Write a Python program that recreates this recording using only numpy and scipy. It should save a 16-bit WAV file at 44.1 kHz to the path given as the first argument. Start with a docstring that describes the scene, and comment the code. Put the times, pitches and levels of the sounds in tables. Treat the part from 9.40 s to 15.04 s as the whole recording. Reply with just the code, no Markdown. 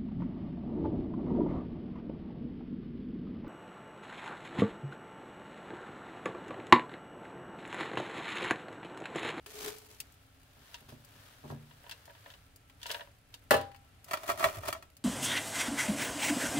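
"""A tin of scraps rattles as it is handled, clanks on a steel firebox and is ground into the coals.
Before that a steel rod rakes the glowing coals and is set aside with dull thuds.
Embers snap and the draught rumbles; a small workshop, two close microphones at arm's length.
Impacts are noise bursts with ringing modes; rubbing and grinding are tiny random slips that
follow the hand's pressure; the fire is coloured noise with the flue's resonances."""
import sys
import numpy as np
from scipy import signal
from scipy.fft import rfft, irfft, next_fast_len
from scipy.io import wavfile

SR = 44100
rng = np.random.default_rng(int(sys.argv[2]) if len(sys.argv) > 2 else 0)


def wav_record(signal):
    """Record a signal, one row per channel, as 16-bit PCM in the file named by sys.argv[1]."""
    frames = np.transpose(np.atleast_2d(signal))
    bounded = np.clip(frames, -1, 1)
    # unit amplitude maps onto the largest positive 16-bit level
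    quanta = np.round(bounded * 32767).astype(np.int16)
    wavfile.write(sys.argv[1], SR, quanta)


N = 248724
TIME = np.arange(N) / SR
RING_TIME = TIME[:SR]

# spectrum of splitting coal, for the large snaps and the small ticks: frequency_hz, level_db
SNAP_COLOUR = [(410, -52.5), (700, -9), (2520, -5), (2730, -2), (3800, -13), (4920, -4.5), (5310, -12),
               (15000, -7)]


def undb(db):
    """Decibels to gain."""
    return 10 ** (np.asarray(db) / 20)


def unit(x):
    """Scale to rms 1."""
    return x / np.sqrt(np.mean(x ** 2))


def tint(x, points):
    """Filter by a spectrum of (Hz, dB) points, causally so that attacks stay sharp."""
    size = next_fast_len(x.shape[-1] + 4096, True)
    hz, db = np.transpose(points)
    log_hz = np.log(np.fft.rfftfreq(size, 1 / SR) + 1)
    log_gain = np.log(undb(np.interp(log_hz, np.log(hz), db)))
    # folding the cepstrum onto positive time makes the filter minimum-phase
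    cepstrum = irfft(log_gain, size)
    cepstrum[1:size // 2] *= 2
    cepstrum[size // 2 + 1:] = 0
    response = np.exp(rfft(cepstrum))
    return irfft(rfft(x, size) * response, size)[..., :x.shape[-1]]


def lean(x, db):
    """Place a sound to the left by a left-minus-right level."""
    return x * undb(np.array([[db], [-db]]) / 2)


def diffuse(size):
    """Even-spectrum noise that reaches the two ears out of step."""
    bins = size // 2 + 1
    phase = rng.uniform(0, 2 * np.pi, bins)
    lag = rng.choice([-1, 1], bins) * np.pi / 4
    spectrum = np.exp(1j * np.array([phase + lag, phase - lag]))
    return unit(irfft(spectrum, size))


def ring(modes, detune=0, size=SR):
    """Stereo ring of (Hz, relative dB, t60 s) modes from one blow, each detuned at random."""
    out, t = 0, RING_TIME[:size]
    for k, (hz, db, t60) in enumerate(modes):
        # alternate modes swing in opposite senses; pairs take turns to lead in one ear
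        sense = (-1) ** k
        lag = (-1) ** (k // 2) * np.array([[1], [-1]]) * np.pi / 4
        bent_hz = hz * (1 + detune * rng.standard_normal())
        decay = undb(db - 60 * t / t60)
        out = out + sense * decay * np.sin(2 * np.pi * bent_hz * t + lag)
    return unit(out)


def crack(colour, t60, tail_db, tail_t60):
    """A burst of contact noise and its duller tail off nearby walls."""
    burst = diffuse(SR) * undb(-60 * RING_TIME / t60)
    tail = diffuse(SR) * undb(tail_db - 60 * RING_TIME / tail_t60)
    tail = tint(tail, [(1000, 5), (4000, 5.5), (14000, -9)])
    return unit(tint(burst + tail, colour))


def blows(rows, colour, modes, ring_db, t60, tail_db, tail_t60, detune=0):
    """Each blow cracks and, given modes, rings the body; harder contact has more treble."""
    out = np.zeros((2, N + SR))
    for start_s, level_db, treble_db in rows:
        hit = crack(colour, t60, tail_db, tail_t60)
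        if modes:
            hit = hit + undb(ring_db) * ring(modes, detune)
        hit = tint(hit, [(700, -treble_db / 2), (2000, 0), (7000, treble_db)])
        # the level refers to the first 5 ms
        attack_rms = np.sqrt(np.mean(hit[:, :SR // 200] ** 2))
        start = int(start_s * SR)
        out[:, start:start + SR] += undb(level_db) * hit / attack_rms
    return out[:, :N]


def strokes(rows):
    """Pressure builds by 20 dB over the build-up time and lets go by 20 dB over the release time."""
    power = 0
    for peak_s, level_db, build_s, release_s in rows:
        away = np.maximum((peak_s - TIME) / build_s, (TIME - peak_s) / release_s)
        power = power + undb(level_db - 20 * np.minimum(away, 10)) ** 2
    return np.sqrt(power)


def grit(rate, scatter_db):
    """Tiny random slips, rate a second, of very unequal size."""
    size = undb(scatter_db * np.minimum(rng.exponential(size=N), 4))
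    slips = rng.random(N) < rate / SR
    return unit(slips * size * rng.choice([-1, 1], N))


def crunch(force, colour, t60):
    """Every slip makes a brief noisy crackle; the power follows the force."""
    keep = undb(-120 / (t60 * SR))  # on power, so 60 dB are lost in t60
    power = signal.lfilter([1 - keep], [1, -keep], force ** 2)
    crackle = tint(diffuse(N) * np.sqrt(power), colour)
    return unit(crackle) * np.sqrt(np.mean(power))


def excite(force, response):
    """Drive a body with a steady random force, keeping the force's power."""
    return signal.fftconvolve(force[None], response / np.sqrt(SR), axes=1)[:, :N]


def travelling(force, response, size=1024):
    """A moving contact: every short stretch of force meets a fresh response of the body."""
    out = np.zeros((2, N + SR))
    for start in range(0, N, size):
        piece = force[None, start:start + size]
        if np.abs(piece).max() > 1e-4:  # skip stretches with next to no force
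            body = response()
            sound = signal.fftconvolve(piece, body / np.sqrt(body.shape[1]), axes=1)
            out[:, start:start + sound.shape[1]] += sound
    return out[:, :N]


def fire():
    """The draught flutters, noise sounds the flue's resonances, and small cinders tick."""
    # spectrum of the draught: frequency_hz, level_db
    draught = [(13, -26), (22, -7), (107, 0.5), (212, -16), (294, -10.5), (337, -21.5), (420, -17),
               (508, -21.5), (786, -18.5), (901, -25), (1560, -23), (2760, -24.5), (5610, -33.5),
               (11700, -34.5), (15000, -40.5)]
    # the flue's hollow resonances: frequency_hz, level_db, t60_s
    flue_modes = [(68, -2.5, 0.34), (96.95, -5.5, 0.94), (268.9, -9.5, 0.56), (578, -18.5, 1),
                  (840, -26, .4), (1330, -10, 0.31)]
    # sixty random levels in dB, joined by straight lines
    flutter_db = np.interp(TIME, np.linspace(0, N / SR, num=60), rng.standard_normal(60))
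    air = unit(tint(diffuse(N), draught)) * undb(flutter_db)
    flue = excite(rng.standard_normal(N), ring(flue_modes))
    ticks = crunch(grit(rate=50, scatter_db=4), SNAP_COLOUR, t60=.025)
    rumble = undb(-60) * (air + undb(-7.5) * flue)
    return lean(rumble + undb(-74.0) * ticks, db=0.5)


def embers():
    """Hot coal splits with dry snaps: short noise bursts without any ringing body."""
    # embers snapping: start_s, level_db (relative), treble_db
    snaps = [(0.0611, -40.5, -2), (0.3836, -42.5, 19), (0.602, -28, 12), (0.722, -52.5, 29),
             (1.6476, -46, 17), (2.4948, -37.5, -3), (2.655, -46.5, 10), (3.16, -46, 23),
             (3.2978, -49.5, -4), (4.2114, -38, -3), (4.3157, -49, -8), (4.346, -46.5, -10),
             (4.3612, -50, 0), (4.6437, -42.5, 18), (5.5677, -45, 13)]
    snapping = blows(snaps, SNAP_COLOUR, [], ring_db=0, t60=0.039, tail_db=-1, tail_t60=0.061)
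    return lean(undb(-6.0) * snapping, db=3.0)


def rod_set_down():
    """Soft bumps of the rod being put aside set the surface under it booming low."""
    # bumps: start_s, level_db (relative), treble_db
    thuds = [(1.168, -50, 17), (1.412, -51.5, 3), (1.486, -47, -18), (1.522, -42, -33), (1.752, -54.5, 25),
             (2.039, -38.5, 6), (2.052, -39.5, -4), (2.101, -30.5, 16.5), (2.121, -31, -21),
             (2.145, -50, -15)]
    # spectrum of a bump: frequency_hz, level_db
    thud_colour = [(35, -39), (60, -2), (135, -3), (189, -17), (236, 2.5), (329, -5), (411, -6.5),
                   (963, -16), (1840, -32), (5000, -67), (6500, -77), (11000, -120)]
    # the surface under the rod: frequency_hz, level_db, t60_s
    thud_modes = [(115.6, 6, 0.49), (146.6, 4, 0.64), (230.7, 2, 0.59), (403.5, -1.5, 0.25),
                  (615, -1, 0.14), (800, 0.5, 0.092), (952, 1.5, 0.1), (1100, -4, 0.12),
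                  (1632, -15.5, 0.21)]
    bumps = blows(thuds, thud_colour, thud_modes, ring_db=3, t60=.06, tail_db=-12, tail_t60=.35)
    return undb(-8.0) * bumps


def raking():
    """The rod bites and drags: cinders crunch along it, and firm pressure sets it humming."""
    # one firm stroke and one light: peak_s, friction_db (relative), build_s, release_s
    rake = [(0.27, -42, 0.28, 0.14), (0.54, -59.5, 0.9, .2)]
    # spectrum of the crunching cinders: frequency_hz, level_db
    rake_colour = [(88, -47), (150, -23.5), (364, -15), (416, -11.5), (477, -22), (612, -17), (2100, -22),
                   (2270, -19.5), (15000, -26.5)]
    # bending modes of the rod: frequency_hz, level_db, t60_s
    rod_modes = [(421.5, -7, 0.18), (438, -9.5, 0.49), (428, -1.5, 0.12), (1490, -13, 0.093),
                 (1800, -16, 0.18), (2220, -17, 0.088), (4240, -16, 0.051)]
    # the tip digs in with a short crunch, and nothing sounds before it
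    bite_s, bite_db, bite_release_s = .06, -50, 0.041
    bite = strokes([(bite_s, bite_db, bite_release_s, bite_release_s)])
    pressure = np.hypot(strokes(rake), bite) * (TIME >= bite_s)
    # the rod hums only under firm pressure, and a moment late
    hum_db, hum_exponent, hum_lag_s = -40, 1.65, 0.0064
    late_pressure = np.interp(TIME - hum_lag_s, TIME, pressure / pressure.max())
    bending = late_pressure ** hum_exponent
    cinders = crunch(grit(rate=1800, scatter_db=3.5) * pressure, rake_colour, t60=0.02)
    hum_force = grit(rate=3500, scatter_db=3) * bending * undb(hum_db)
    hum = travelling(hum_force, lambda: ring(rod_modes, detune=0.0091, size=SR // 4))
    return lean(undb(2.0) * cinders + hum, db=1.5)


def handling():
    """Cloth and skin rub with each movement while scraps shift in the tin."""
    # movements of sleeve and hand: fastest_s, rubbing_db (relative), build_s, release_s
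    moves = [(0.66, -65.5, 0.17, 1), (1.34, -56.5, 0.41, 0.24), (1.49, -51.5, 0.01, 0.077),
             (1.87, -57.5, 0.73, 0.45), (2.11, -54.5, 0.1, 0.065), (2.51, -61, 0.98, 0.63),
             (2.91, -59, .7, 0.27), (3.515, -43.5, 0.1, 0.14), (3.945, -54, .02, 0.018)]
    # spectrum of the rubbing: frequency_hz, level_db
    rub_colour = [(240, -47), (400, -13.5), (567, -7.5), (979, -12), (1120, -10), (1690, -7.5),
                  (2090, -12.5), (3290, -11.5), (7030, -20.5), (15000, -20.5)]
    # light clinks: first a tick as the rod is put aside, then the tin and its scraps: start_s, level_db
    # (relative), treble_db
    clink_rows = [(1.343, -30.5, 5.5), (2.31, -45, -8), (2.44, -44, -21), (2.465, -40, -19),
                  (2.512, -30, 9.5), (2.521, -34, 5), (2.678, -39.5, -34), (2.697, -40.5, -20),
                  (2.75, -45.5, -4), (2.86, -37.5, -20), (2.902, -39.5, 0), (2.938, -41, -2),
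                  (3.416, -41, 7), (3.43, -29.5, 11), (3.457, -29, -8), (3.465, -29.5, 20),
                  (3.496, -30, -15), (3.503, -22.5, -9), (3.514, -23.5, 19.5), (3.521, -41, 12),
                  (3.545, -25, -8), (3.561, -40, -29), (3.595, -34, -25), (3.608, -30.5, -12.5),
                  (3.672, -45.5, -24), (3.941, -33, 12)]
    # spectrum of a clink: frequency_hz, level_db
    clink_colour = [(180, -51), (300, -36), (437, -14.5), (658, -11), (828, -26.5), (943, -0.5),
                    (1150, -24), (1670, -1.5), (2140, -12), (3670, -6.5), (5350, -16), (8600, -25.5),
                    (15000, -28.5)]
    # the tin held in the hand: frequency_hz, level_db, t60_s
    tin_modes = [(578.4, -2.5, 0.32), (667, 4, 0.15), (960, 7, 0.1), (1516, -19, 0.1), (1900, -0.5, 0.16),
                 (2100, -2, 0.047), (2744, 14, 0.068), (2896, 13.5, 0.093), (3190, 21, 0.022),
                 (3523, 10, 0.047), (4150, -15, 0.064), (5150, -11, 0.04)]
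    rub = crunch(grit(rate=3600, scatter_db=2.0) * strokes(moves), rub_colour, t60=.009)
    clinks = blows(clink_rows, clink_colour, tin_modes, ring_db=-2.5, t60=0.051,
                   tail_db=-17.0, tail_t60=.15, detune=0.0235)
    return lean(undb(0.5) * rub + undb(-10.5) * clinks, db=1.3)


def grinding():
    """The tin sticks and slips over the coals; the notes of its wall shift from moment to moment."""
    # shoves of the tin into the coals: peak_s, friction_db (relative), build_s, release_s
    shoves = [(4.738, -36, 0.06, .035), (4.835, -42.5, 0.064, 0.034), (4.895, -29.5, 0.045, 0.037),
              (4.995, -34, 0.046, 0.096), (5.04, -31, 0.064, 0.092), (5.157, -37.5, 0.052, 0.057),
              (5.285, -30.5, 0.058, 0.027)]
    # tin catching on lumps of coal: start_s, level_db (relative), treble_db
    catch_rows = [(4.711, -25, 2), (4.734, -20, 1), (4.739, -21.5, -2.5), (4.772, -32.5, 2),
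                  (4.892, -19, -14), (4.9, -20, -5), (4.908, -26, -3), (4.917, -27, 5), (5.006, -22.5, -6),
                  (5.027, -22, -10), (5.0415, -9.5, -1.5), (5.048, -27.5, -9), (5.056, -21.5, -18),
                  (5.085, -30.5, -5), (5.235, -31.5, -17), (5.287, -27, 2), (5.303, -34.5, 8),
                  (5.327, -22.5, 5), (5.35, -31.5, -17), (5.425, -39.5, 4)]
    # spectrum of tin on coal: frequency_hz, level_db
    slide_colour = [(41, -38), (70, -19), (197, -23.5), (403, -10), (517, -35), (565, -6.5), (661, 0.5),
                    (791, -15), (1330, -9.5), (1620, -20), (1860, -16), (3900, -22.5), (15000, -24.5)]
    # the tin pressed on the coals: frequency_hz, level_db, t60_s
    pressed_modes = [(579, -7, 0.13), (649.7, 2, 0.13), (687, -20, 0.19), (962, -1.5, 0.1),
                     (1025, -6.5, 0.16), (1156, 5.5, 0.047), (1314, 4.5, 0.075), (1670, -1.5, 0.044),
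                     (1876, 5.5, 0.053), (2400, 2.5, 0.059), (2500, -15, 0.036), (2745, 0.5, 0.033),
                     (3380, -4.5, 0.089), (4370, 0, 0.029)]
    # the coal bed giving way under the tin: start_s, level_db (relative), treble_db
    slump_rows = [(4.895, -44, -2), (5.05, -39.5, -2), (5.168, -40.5, -7), (5.29, -43.5, -1),
                  (5.395, -52, -15)]
    # spectrum of the coal bed giving way: frequency_hz, level_db
    slump_colour = [(35, -15), (70, -3.5), (110, -0.5), (190, -19), (400, -19.5), (900, -39), (4000, -63)]
    # the tin's own weight drags lightly between shoves
    drag_from_s, drag_to_s, drag_db = 4.68, 5.38, -55
    drag = undb(drag_db) * (TIME > drag_from_s) * (TIME < drag_to_s)
    force = grit(rate=1200, scatter_db=3.5) * np.hypot(strokes(shoves), drag)
    scrape = crunch(force, slide_colour, t60=.032)
    wall = travelling(force, lambda: ring(pressed_modes, detune=0.02, size=SR // 5))
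    catches = blows(catch_rows, slide_colour, pressed_modes, ring_db=3.5, t60=0.059,
                    tail_db=-15, tail_t60=0.28, detune=0.0276)
    slumps = blows(slump_rows, slump_colour, [], ring_db=0, t60=0.095, tail_db=-6.5, tail_t60=0.63)
    sliding = undb(-2) * scrape + undb(-7.5) * wall
    return lean(sliding + undb(-8.0) * catches + undb(-8.0) * slumps, db=0.9)


def clank():
    """The tin strikes the steel firebox and chatters against it."""
    # tin hitting the firebox and rebounding: start_s, level_db (relative), treble_db
    clanks = [(4.108, -7.5, 3), (4.1115, -17.5, 3), (4.122, -17.5, 7.5), (4.135, -18, 1),
              (4.1415, -11, 0.5), (4.166, -31.5, 15)]
    # spectrum of a clank: frequency_hz, level_db
    clank_colour = [(35, -44.5), (70, -4.5), (130, -10.5), (350, -3.5), (570, 6), (750, -7.5), (1000, -6),
                    (1800, -9), (2400, -19), (3000, -16), (6300, -27), (11000, -24.5), (15000, -26.5)]
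    # steel firebox and tin ringing together: frequency_hz, level_db, t60_s
    box_modes = [(92, -24, .7), (125, -16, .4), (228, -17, .2), (270, -20, .35), (426, -7, .17),
                 (462, -7, .16), (523, -5, .14), (557, -2, .2), (614, -1, .19), (662, -12, .2),
                 (799, -9, .44), (854, -9, .15), (982, -12, .28), (1103, -14, .18), (1212, -18, .2),
                 (1317, -13, .26), (1510, -15, .24), (1626, -19, .22), (1742, -7, .17), (1955, -11, .14),
                 (2650, -15, .15), (2815, -17, .18), (3016, -14, .15), (4170, -19, .14)]
    hits = blows(clanks, clank_colour, box_modes, ring_db=2, t60=.07, tail_db=-17, tail_t60=.33)
    return lean(undb(-8.0) * hits, db=1.0)


def scene():
    """Everything at the firebox door."""
    return fire() + embers() + rod_set_down() + raking() + handling() + grinding() + clank()


def record(dry):
    """Two close microphones hear long waves alike; the top is cut steeply."""
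    # how unlike the two microphones are: frequency_hz, side_gain_db
    width = [(60, -15), (160, -19.5), (300, -6), (600, -6.5), (1100, 0.5), (2000, -2.5), (5000, 0)]
    mid = (dry[0] + dry[1]) / 2
    side = tint((dry[0] - dry[1]) / 2, width)
    top_hz = 15700
    lowpass = signal.ellip(10, .2, 80, top_hz, fs=SR, output="sos")
    return signal.sosfilt(lowpass, np.array([mid + side, mid - side]))


dry = scene()
out = record(dry)
wav_record(out)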